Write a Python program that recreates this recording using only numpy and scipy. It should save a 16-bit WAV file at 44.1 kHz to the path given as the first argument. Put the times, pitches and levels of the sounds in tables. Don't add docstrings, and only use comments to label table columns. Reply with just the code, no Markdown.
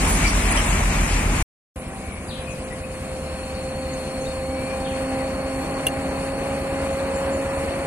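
import sys
import numpy as np
from scipy import signal
from scipy.fft import rfft, irfft, next_fast_len
from scipy.io import wavfile
from scipy.ndimage import uniform_filter1d, map_coordinates

SR = 44100
rng = np.random.default_rng(int(sys.argv[2]) if len(sys.argv) > 2 else 0)


def transcribe(u):
    v = np.clip(np.atleast_2d(u).T, -1, 1)
    q = np.round(v * 32767).astype(np.int16)
    wavfile.write(sys.argv[1], SR, q)


def gain_from_db(level_db):
    decades = np.asarray(level_db, float) / 20
    return 10 ** decades


N = 346626
TIME = np.arange(N) / SR
NEAR_END_S, FAR_START_S = 1.427, 1.757

# [t/s, f/Hz]
NEAR_FIRING = [(0, 40.5), (.4, 39.9), (.7, 39.1), (1.0, 38.6), (1.43, 38.3)]
# [t/s, beat f/Hz]
BEAT = [(0, 9.15), (.45, 9.15), (.75, 6.94), (1.43, 6.94)]
# [t/s, f/Hz]
BIKE_FIRING = [(0, 22.18), (.7, 21.42), (1.43, 21.34)]
# [multiple, level/dB]
NEAR_ORDERS = [(1, -25.5), (2, -30), (3, -43), (4, -37.5), (5, -42.5), (6, -42.5), (7, -45.5)]
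SECOND_ORDERS = [(1, -24.3), (1.5, -38.5), (2, -43), (3, -41)]
BIKE_ORDERS = [(1, -74), (4, -38.5), (5, -40), (8, -47)]
# [t/s, extra noise level/dB]
JOLTS = [
    (.088, 1),
    (.268, 1.2),
    (.58, 0.7),
]
# [f/Hz, level/dB per Hz]
NEAR_COLOUR = [(15, -23), (100, -5), (180, 2), (500, -8.5), (760, -16.5), (1560, -23), (2330, -18.5),
               (3330, -26), (5100, -23.5), (7200, -18.5), (9800, -23.5), (11800, -31.5), (14000, -35.5),
               (15700, -36)]
# [f/Hz, likeness 0..1]
NEAR_ALIKE = [(60, 1.0), (130, 1), (290, 0.92), (640, 0.71), (1410, 0.099), (3100, 0.34), (6820, 0.59),
              (15000, 0.01)]
# [f/Hz, left-right level/dB]
NEAR_SIDE = [(60, -2.5), (110, -2), (200, 0.5), (380, 0), (700, 0.5), (1290, 0), (2380, 6), (4400, 4),
             (8120, 1.5), (15000, -7)]
# [t/s, length/s, f/Hz, level/dB, left-right level/dB]
SQUEAKS = [(0.067, 0.11, 10050, -30, -5), (0.238, 0.036, 2300, -26, 4.5), (0.246, 0.063, 5570, -34.5, -5),
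           (0.26, 0.049, 4700, -34, -2), (0.22, 0.057, 6930, -38.5, 12), (0.72, .02, 11100, -36.5, -13),
           (.51, 0.017, 9850, -28.5, -11), (0.565, 0.042, 3100, -33, -6.5), (0.564, 0.028, 5600, -34, 4.5),
           (0.557, 0.045, 9500, -35, -12), (.05, .08, 15300, -37.5, -2), (0.24, .08, 22000, -40, -3.5),
           (.72, .04, 15000, -49.5, -3), (.92, .08, 14500, -45.5, -2)]

# [f/Hz, level/dB per Hz]
FAR_COLOUR = [(18, -9.5), (60, -8.5), (200, 0.5), (420, -11), (640, -9.5), (900, -17), (1060, -14),
              (1280, -19.5), (2500, -21), (3400, -35.5), (5300, -38.5), (9600, -31), (11800, -39),
              (14100, -51), (14700, -90)]
# [f/Hz, likeness 0..1]
FAR_ALIKE = [(60, 0.85), (130, 1), (290, 0.96), (640, 0.83), (1410, 0.58), (3100, 0.96), (6820, 0.15),
             (15000, 0.32)]
# [f/Hz, left-right level/dB]
FAR_SIDE = [(60, 2), (110, -1), (200, 1), (380, 1.5), (700, 0), (1290, 1), (2380, 1), (4400, 11.5),
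            (8120, -5.5), (15000, 11)]
# [t/s, second gear partial f/Hz, nearness level/dB, second partial level/dB, odd partials' gain level/dB]
CLIMB = [(1.77, 518.3, -9.0, -41, -13), (1.95, 518.2, -8.5, -50, -8.5), (2.2, 519, -9.5, -49, -12.5),
         (2.33, 521, -8.6, -38.5, -17), (3.3, 523.5, -6.5, -36, -10), (4.4, 527.3, -5, -30.5, -4),
         (5.2, 530.5, -1, -28, 1.5), (5.75, 533.3, 0, -33.5, 0), (6.4, 540.4, -0.2, -30, 0.5),
         (6.7, 541, 0.5, -28.5, -1.5), (7.25, 541.6, 0.8, -26.5, -2.5), (7.86, 546.4, 0.6, -30.5, -1.5)]
# [multiple, level/dB]
FIRE_ORDERS = [(1, -42), (2, -46.5)]
# [t/s, f/Hz]
IDLE = [(1.75, 9.7), (2.8, 9.6), (3.6, 9.48), (4.8, 9.42), (5.6, 9.35), (6.4, 9.52), (7, 9.35),
        (7.86, 9.25)]
# [multiple, level/dB]
IDLE_ORDERS = [(3, -57), (4, -51.5), (5, -45.5), (6, -46.5), (7, -48), (8, -47.5), (9, -45.5), (10, -47.5),
               (11, -57.5), (16, -51), (20, -57.5)]
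# [t/s, f/Hz, level/dB]
ENGINE_WHISTLE = [(2.5, 4270, -60), (3.0, 4270, -54), (3.5, 4300, -48.5), (4.1, 4300, -46.5),
                  (5.1, 4335, -49.5), (5.2, 4380, -48), (6.5, 4370, -50), (7.2, 4375, -51),
                  (7.86, 4410, -51)]
# [t/s, length/s, from f/Hz, to f/Hz, level/dB]
WHISTLES = [
    (1.995, 0.23, 2380, 2215, -51),
    (2.459, 0.074, 2440, 2550, -45.5),
    (2.702, .058, 1960, 1950, -45),
    (2.827, 0.038, 2450, 2480, -46),
    (4.25, .034, 3780, 3820, -46),
    (5.08, .04, 2190, 2200, -53),
    (5.185, .05, 2260, 1770, -46),
]
# [t/s, length/s, from f/Hz, to f/Hz]
RISING = (4.36, .42, 2110, 2460)
# [t/s, length/s, from f/Hz, to f/Hz, level/dB]
CHIRPS = [(2.467, 0.033, 4700, 4205, -58), (2.475, 0.056, 7800, 5900, -49), (2.52, 0.054, 5900, 4440, -57),
          (3.538, 0.044, 5000, 3580, -53), (3.905, .044, 7120, 6300, -46), (4.21, .02, 6200, 6600, -45),
          (4.234, .05, 6600, 8200, -48), (4.284, 0.013, 7900, 4040, -39.5), (6.635, 0.014, 5000, 3780, -46),
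          (6.892, .054, 7240, 6860, -48), (6.983, .014, 5000, 3570, -42.5), (7.129, .05, 7800, 6900, -44.5),
          (7.18, .015, 7170, 5450, -49), (7.235, .015, 8700, 6230, -50), (7.316, .04, 7500, 6830, -44)]
# [t/s, from f/Hz, level/dB]
CRIES = [
    (2.28, 4840, -46),
    (2.325, 4360, -50),
    (2.36, 3800, -54),
    (4.839, 4100, -47),
    (4.885, 3720, -50.5),
]
# [f/Hz, level/dB, time to fall 120 dB t/s]
LATCH = [(2790, .6, 0.072), (3350, -8, 0.04), (5050, -34, 0.071), (6270, -16, 0.046), (8100, -11, 0.037),
         (9910, 8, 0.032), (13870, -13, 0.09)]

# [f/Hz, level/dB]
FAINT_LIMIT = [(2500, -20), (3300, -5), (4300, -4), (5400, 1), (7000, -1), (8500, -9), (10000, -8),
               (11200, 7), (12800, 2), (14200, 4), (15200, 14)]


def in_time(rows):
    s, *columns = np.transpose(rows)
    return [np.interp(TIME, s, c) for c in columns]


def drift(rate):
    coarse = TIME[::64]
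    wander = map_coordinates(rng.standard_normal(1200), [coarse * rate], order=3)
    return np.interp(TIME, coarse, wander)


def place(x, pan_db, lag):
    at = np.arange(len(x))
    left = np.interp(at - lag, at, x) * gain_from_db(pan_db / 2)
    return np.array([left, x * gain_from_db(-pan_db / 2)])


def orders(turns, table, flutter_db, spread=1):
    total = 0
    for k, db in table:
        strength = np.sqrt(2) * gain_from_db(db + flutter_db * drift(9))
        total = total + strength * np.cos(2 * np.pi * (k * turns + spread * rng.random()))
    return total


def traffic(colour, alike, side, levels_db, splits_hz, patchy_db, lag):
    size = next_fast_len(N)
    octave = np.log2(np.maximum(np.arange(size // 2 + 1) * SR / size, 1))

    def read(points):
        hz, value = np.transpose(points)
        return np.interp(octave, np.log2(hz), value)

    like, sign = np.clip(read(alike), 0, .999), np.array([[1], [-1]])
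    mid, apart = rfft(rng.standard_normal((2, size)))
    waves = np.sqrt(1 + like) * mid + sign * np.sqrt(1 - like) * apart
    waves = waves * gain_from_db(read(colour) + sign * read(side) / 2)
    waves[0] *= np.exp(-2j * np.pi * 2 ** octave * lag / SR)
    groups, together = np.zeros((3, 2, N)), drift(6)
    for centre in np.arange(4, 15):
        band = irfft(waves * np.clip(1 - abs(octave - centre), 0, 1), size)[:, :N]
        flicker = gain_from_db(patchy_db * (0.32 * together + drift(14)))
        groups[np.searchsorted(splits_hz, 2. ** centre)] += band * flicker
    return sum(gain_from_db(db) * g / g.std() for db, g in zip(levels_db, groups))


def add(out, start, length, hz_from, hz_to, db, pan_db, rough, waver_hz=0):
    part = np.linspace(0, 1, int(length * SR))
    tremble, waver = (np.interp(part * length * rate, np.arange(300), rng.standard_normal(300))
                      for rate in (600, 150))
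    hz = hz_from + (hz_to - hz_from) * part + waver_hz * waver
    strength = np.sqrt(2) * gain_from_db(db) * np.sin(np.pi * part) ** 0.3 * (1 + rough * tremble)
    note = strength * np.sin(2 * np.pi * np.cumsum(hz) / SR)
    at = int(start * SR)
    out[:, at:at + len(part)] += place(note, pan_db, 2.54)


def queue():
    cancel_s, jolt_s = .09, .04
    near = np.cumsum(in_time(NEAR_FIRING)[0]) / SR
    beats = np.cumsum(in_time(BEAT)[0]) / SR
    second = near + beats - beats[int(cancel_s * SR)] + .5
    tones = 0
    for turns, table in ((near, NEAR_ORDERS), (second, SECOND_ORDERS)):
        tones = tones + np.sqrt(2) * gain_from_db(table[0][1] + drift(4.9)) * np.sin(2 * np.pi * turns)
    tones += orders(near, NEAR_ORDERS[1:], 1.6) + orders(second, SECOND_ORDERS[1:], 3.8)
    tones += orders(np.cumsum(in_time(BIKE_FIRING)[0]) / SR, BIKE_ORDERS, 2.5)

    away_db = -1.5 * np.minimum(TIME, NEAR_END_S)
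    jolt_db = sum(db * np.exp(-((TIME - s) / jolt_s) ** 2) for s, db in JOLTS)
    rumble_db = -27.5 + 0.78 * away_db + jolt_db
    clatter_db = -27.0 + 0.8 * away_db + jolt_db
    hiss_db = -26 + 2.1 * away_db + jolt_db
    knock_db = 1.6 * np.exp(-3.0 * (near % 1)) + 2.2 * np.exp(-3.0 * (second % 1))
    levels_db = rumble_db, clatter_db + knock_db, hiss_db + 0.5 * knock_db
    noise = traffic(NEAR_COLOUR, NEAR_ALIKE, NEAR_SIDE, levels_db, [700, 3500], patchy_db=1.2, lag=-3.0)
    return tones + noise


def squeaks():
    out = np.zeros((2, N))
    for s, length, hz, db, pan_db in SQUEAKS:
        add(out, s, length, hz, hz, db, pan_db, rough=1.0, waver_hz=60)
    return out


def road():
    near_db = in_time(CLIMB)[1]
    rumble_db = -34.5 + 0.3 * near_db
    roar_db = -31 + 0.9 * near_db
    insect_db = -39.5 - 6 * np.exp(-np.maximum(TIME - FAR_START_S, 0) / 1.54)
    levels_db = rumble_db, roar_db, insect_db
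    return traffic(FAR_COLOUR, FAR_ALIKE, FAR_SIDE, levels_db, [400, 3500], patchy_db=1.0, lag=4.47)


def climbing_truck():
    firings_per_turn = .2757
    twice_hz, _, main_db, odd_db = in_time(CLIMB)
    turns = np.cumsum(twice_hz / 2 * (1 + .0015 * drift(12))) / SR
    whine = orders(turns, [(2, main_db)], 1.03)
    whine += orders(turns, [(1, -34.1 + odd_db), (3, -40 + odd_db)], 2.3)
    # multiple, s, dB, fade
    for k, s, db, fade_db in ((3, 2.0, -41, 300.0), (4, 5.7, -44, 40.0)):
        whine += gain_from_db(db - fade_db * (TIME - s) ** 2) * np.sin(2 * np.pi * k * turns)
    firing = orders(firings_per_turn * np.cumsum(twice_hz / 2) / SR, FIRE_ORDERS, 2.8)
    return place(whine, -0.92, 2.5) + firing


def idling_engine():
    throb_s = 2.812
    turns = np.cumsum(in_time(IDLE)[0]) / SR
    turns -= turns[int(throb_s * SR)]
    hz, db = in_time(ENGINE_WHISTLE)
    firing = np.cos(2 * np.pi * 3 * turns)
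    hz = hz + (85 - 5 * TIME) * firing + 18 * drift(40)
    strength = np.sqrt(2) * gain_from_db(db + 2.0 * firing + 1.5 * drift(60))
    whistle = strength * np.sin(2 * np.pi * np.cumsum(hz) / SR)
    fade_in = np.clip((TIME - 2.3) / 0.73, 0, 1) ** 2
    return orders(turns, IDLE_ORDERS, 2.0, spread=.12) + place(fade_in * whistle, 7.5, 2.6)


def cicada():
    since = TIME - FAR_START_S
    hz = 10420 - 130 * since + 90 * drift(200)
    level_db = -49 - 6 * since + 5 * drift(45)
    return gain_from_db(level_db) * np.sin(2 * np.pi * np.cumsum(hz) / SR)


def flock(notes, rough, echo_db, t60, waver_hz=0):
    calls = np.zeros((2, N))
    for note in notes:
        add(calls, *note, rough=rough, waver_hz=waver_hz)
    echoes = rng.standard_normal((2, 12000)) * gain_from_db(-60 * TIME[:12000] / t60)
    return calls + gain_from_db(echo_db) * signal.oaconvolve(calls, echoes, axes=1)[:, :N]


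def birds():
    whistle_pan_db, chirp_pan_db, cry_pan_db = 10.5, 6.5, 6.4
    cry_s, cry_fall = .048, .55
    start, length = RISING[:2]
    rising = flock([(*RISING, -38.5, whistle_pan_db)], rough=.12, echo_db=-42, t60=.15)
    rising *= gain_from_db(17.0 * np.clip((TIME - start) / length - 1, -1, 0))
    chirps = flock([(*row, chirp_pan_db) for row in CHIRPS], rough=.7, echo_db=-31.5, t60=0.32, waver_hz=130.)
    whistles = flock([(*row, whistle_pan_db) for row in WHISTLES],
                     rough=.6, echo_db=-31, t60=0.3, waver_hz=110)
    cry_notes = [(s, cry_s, hz, cry_fall * hz, db, cry_pan_db) for s, hz, db in CRIES]
    cries = flock(cry_notes, rough=.6, echo_db=-24.5, t60=0.55, waver_hz=100.)
    return chirps + rising + whistles + cries


def latch():
    since = TIME[:5000]
    push = (since < .005) + 0.36 * (abs(since - .0185) < .001)
    out, at = np.zeros((2, N)), int(5.8655 * SR)
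    for hz, db, t60 in LATCH:
        decay = gain_from_db(-60 / (.5 * t60 * SR))
        swell = signal.lfilter([1 / 150], [1, -decay], push)
        rattle = 1 + 0.3 * np.interp(since * 3000, np.arange(400), rng.standard_normal(400))
        ring = gain_from_db(db - 14) * swell * rattle * np.sin(2 * np.pi * hz * since)
        out[:, at:at + 5000] += place(ring, 2.1, 1.65)
    crack = np.diff(rng.standard_normal((2, 5001)))
    crack *= np.clip(since / 0.0022, 0, 1) * gain_from_db(-60 * since / 0.057)
    out[:, at:at + 5000] += gain_from_db(-23) * crack
    return out


def scene():
    first = np.clip((NEAR_END_S - TIME) / 0.0013, 0, 1)
    second = np.clip((TIME - FAR_START_S) / 0.0041, 0, 1)
    bend = road() + climbing_truck() + idling_engine() + cicada() + birds() + latch()
    return first * (queue() + squeaks()) + second * bend


def drop_faint(x):
    hz, _, cells = signal.stft(x, SR, "cosine", nperseg=1536, noverlap=768)
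    power = abs(cells) ** 2
    level = uniform_filter1d(np.log(power + 1e-20), size=36, axis=1)
    level = uniform_filter1d(level, size=3, axis=2)
    local = 2.1 * np.exp(level)
    wander = rng.standard_normal((len(hz) // 8 + 1, cells.shape[2] // 2 + 1))
    wander = wander.repeat(8, axis=0).repeat(2, axis=1)[:len(hz), :cells.shape[2]]
    limit_db = np.interp(hz, *np.transpose(FAINT_LIMIT), left=-60)[:, None] + 5 * wander
    kept = cells * (power > local * gain_from_db(2 * limit_db))
    return signal.istft(kept, SR, "cosine", nperseg=1536, noverlap=768)[1][:, :N]


def band_limit(x):
    return signal.sosfilt(signal.butter(12, 15710, fs=SR, output="sos"), x)


def record(dry):
    mix = drop_faint(dry)
    return band_limit(mix)


dry = scene()
out = record(dry)
transcribe(out)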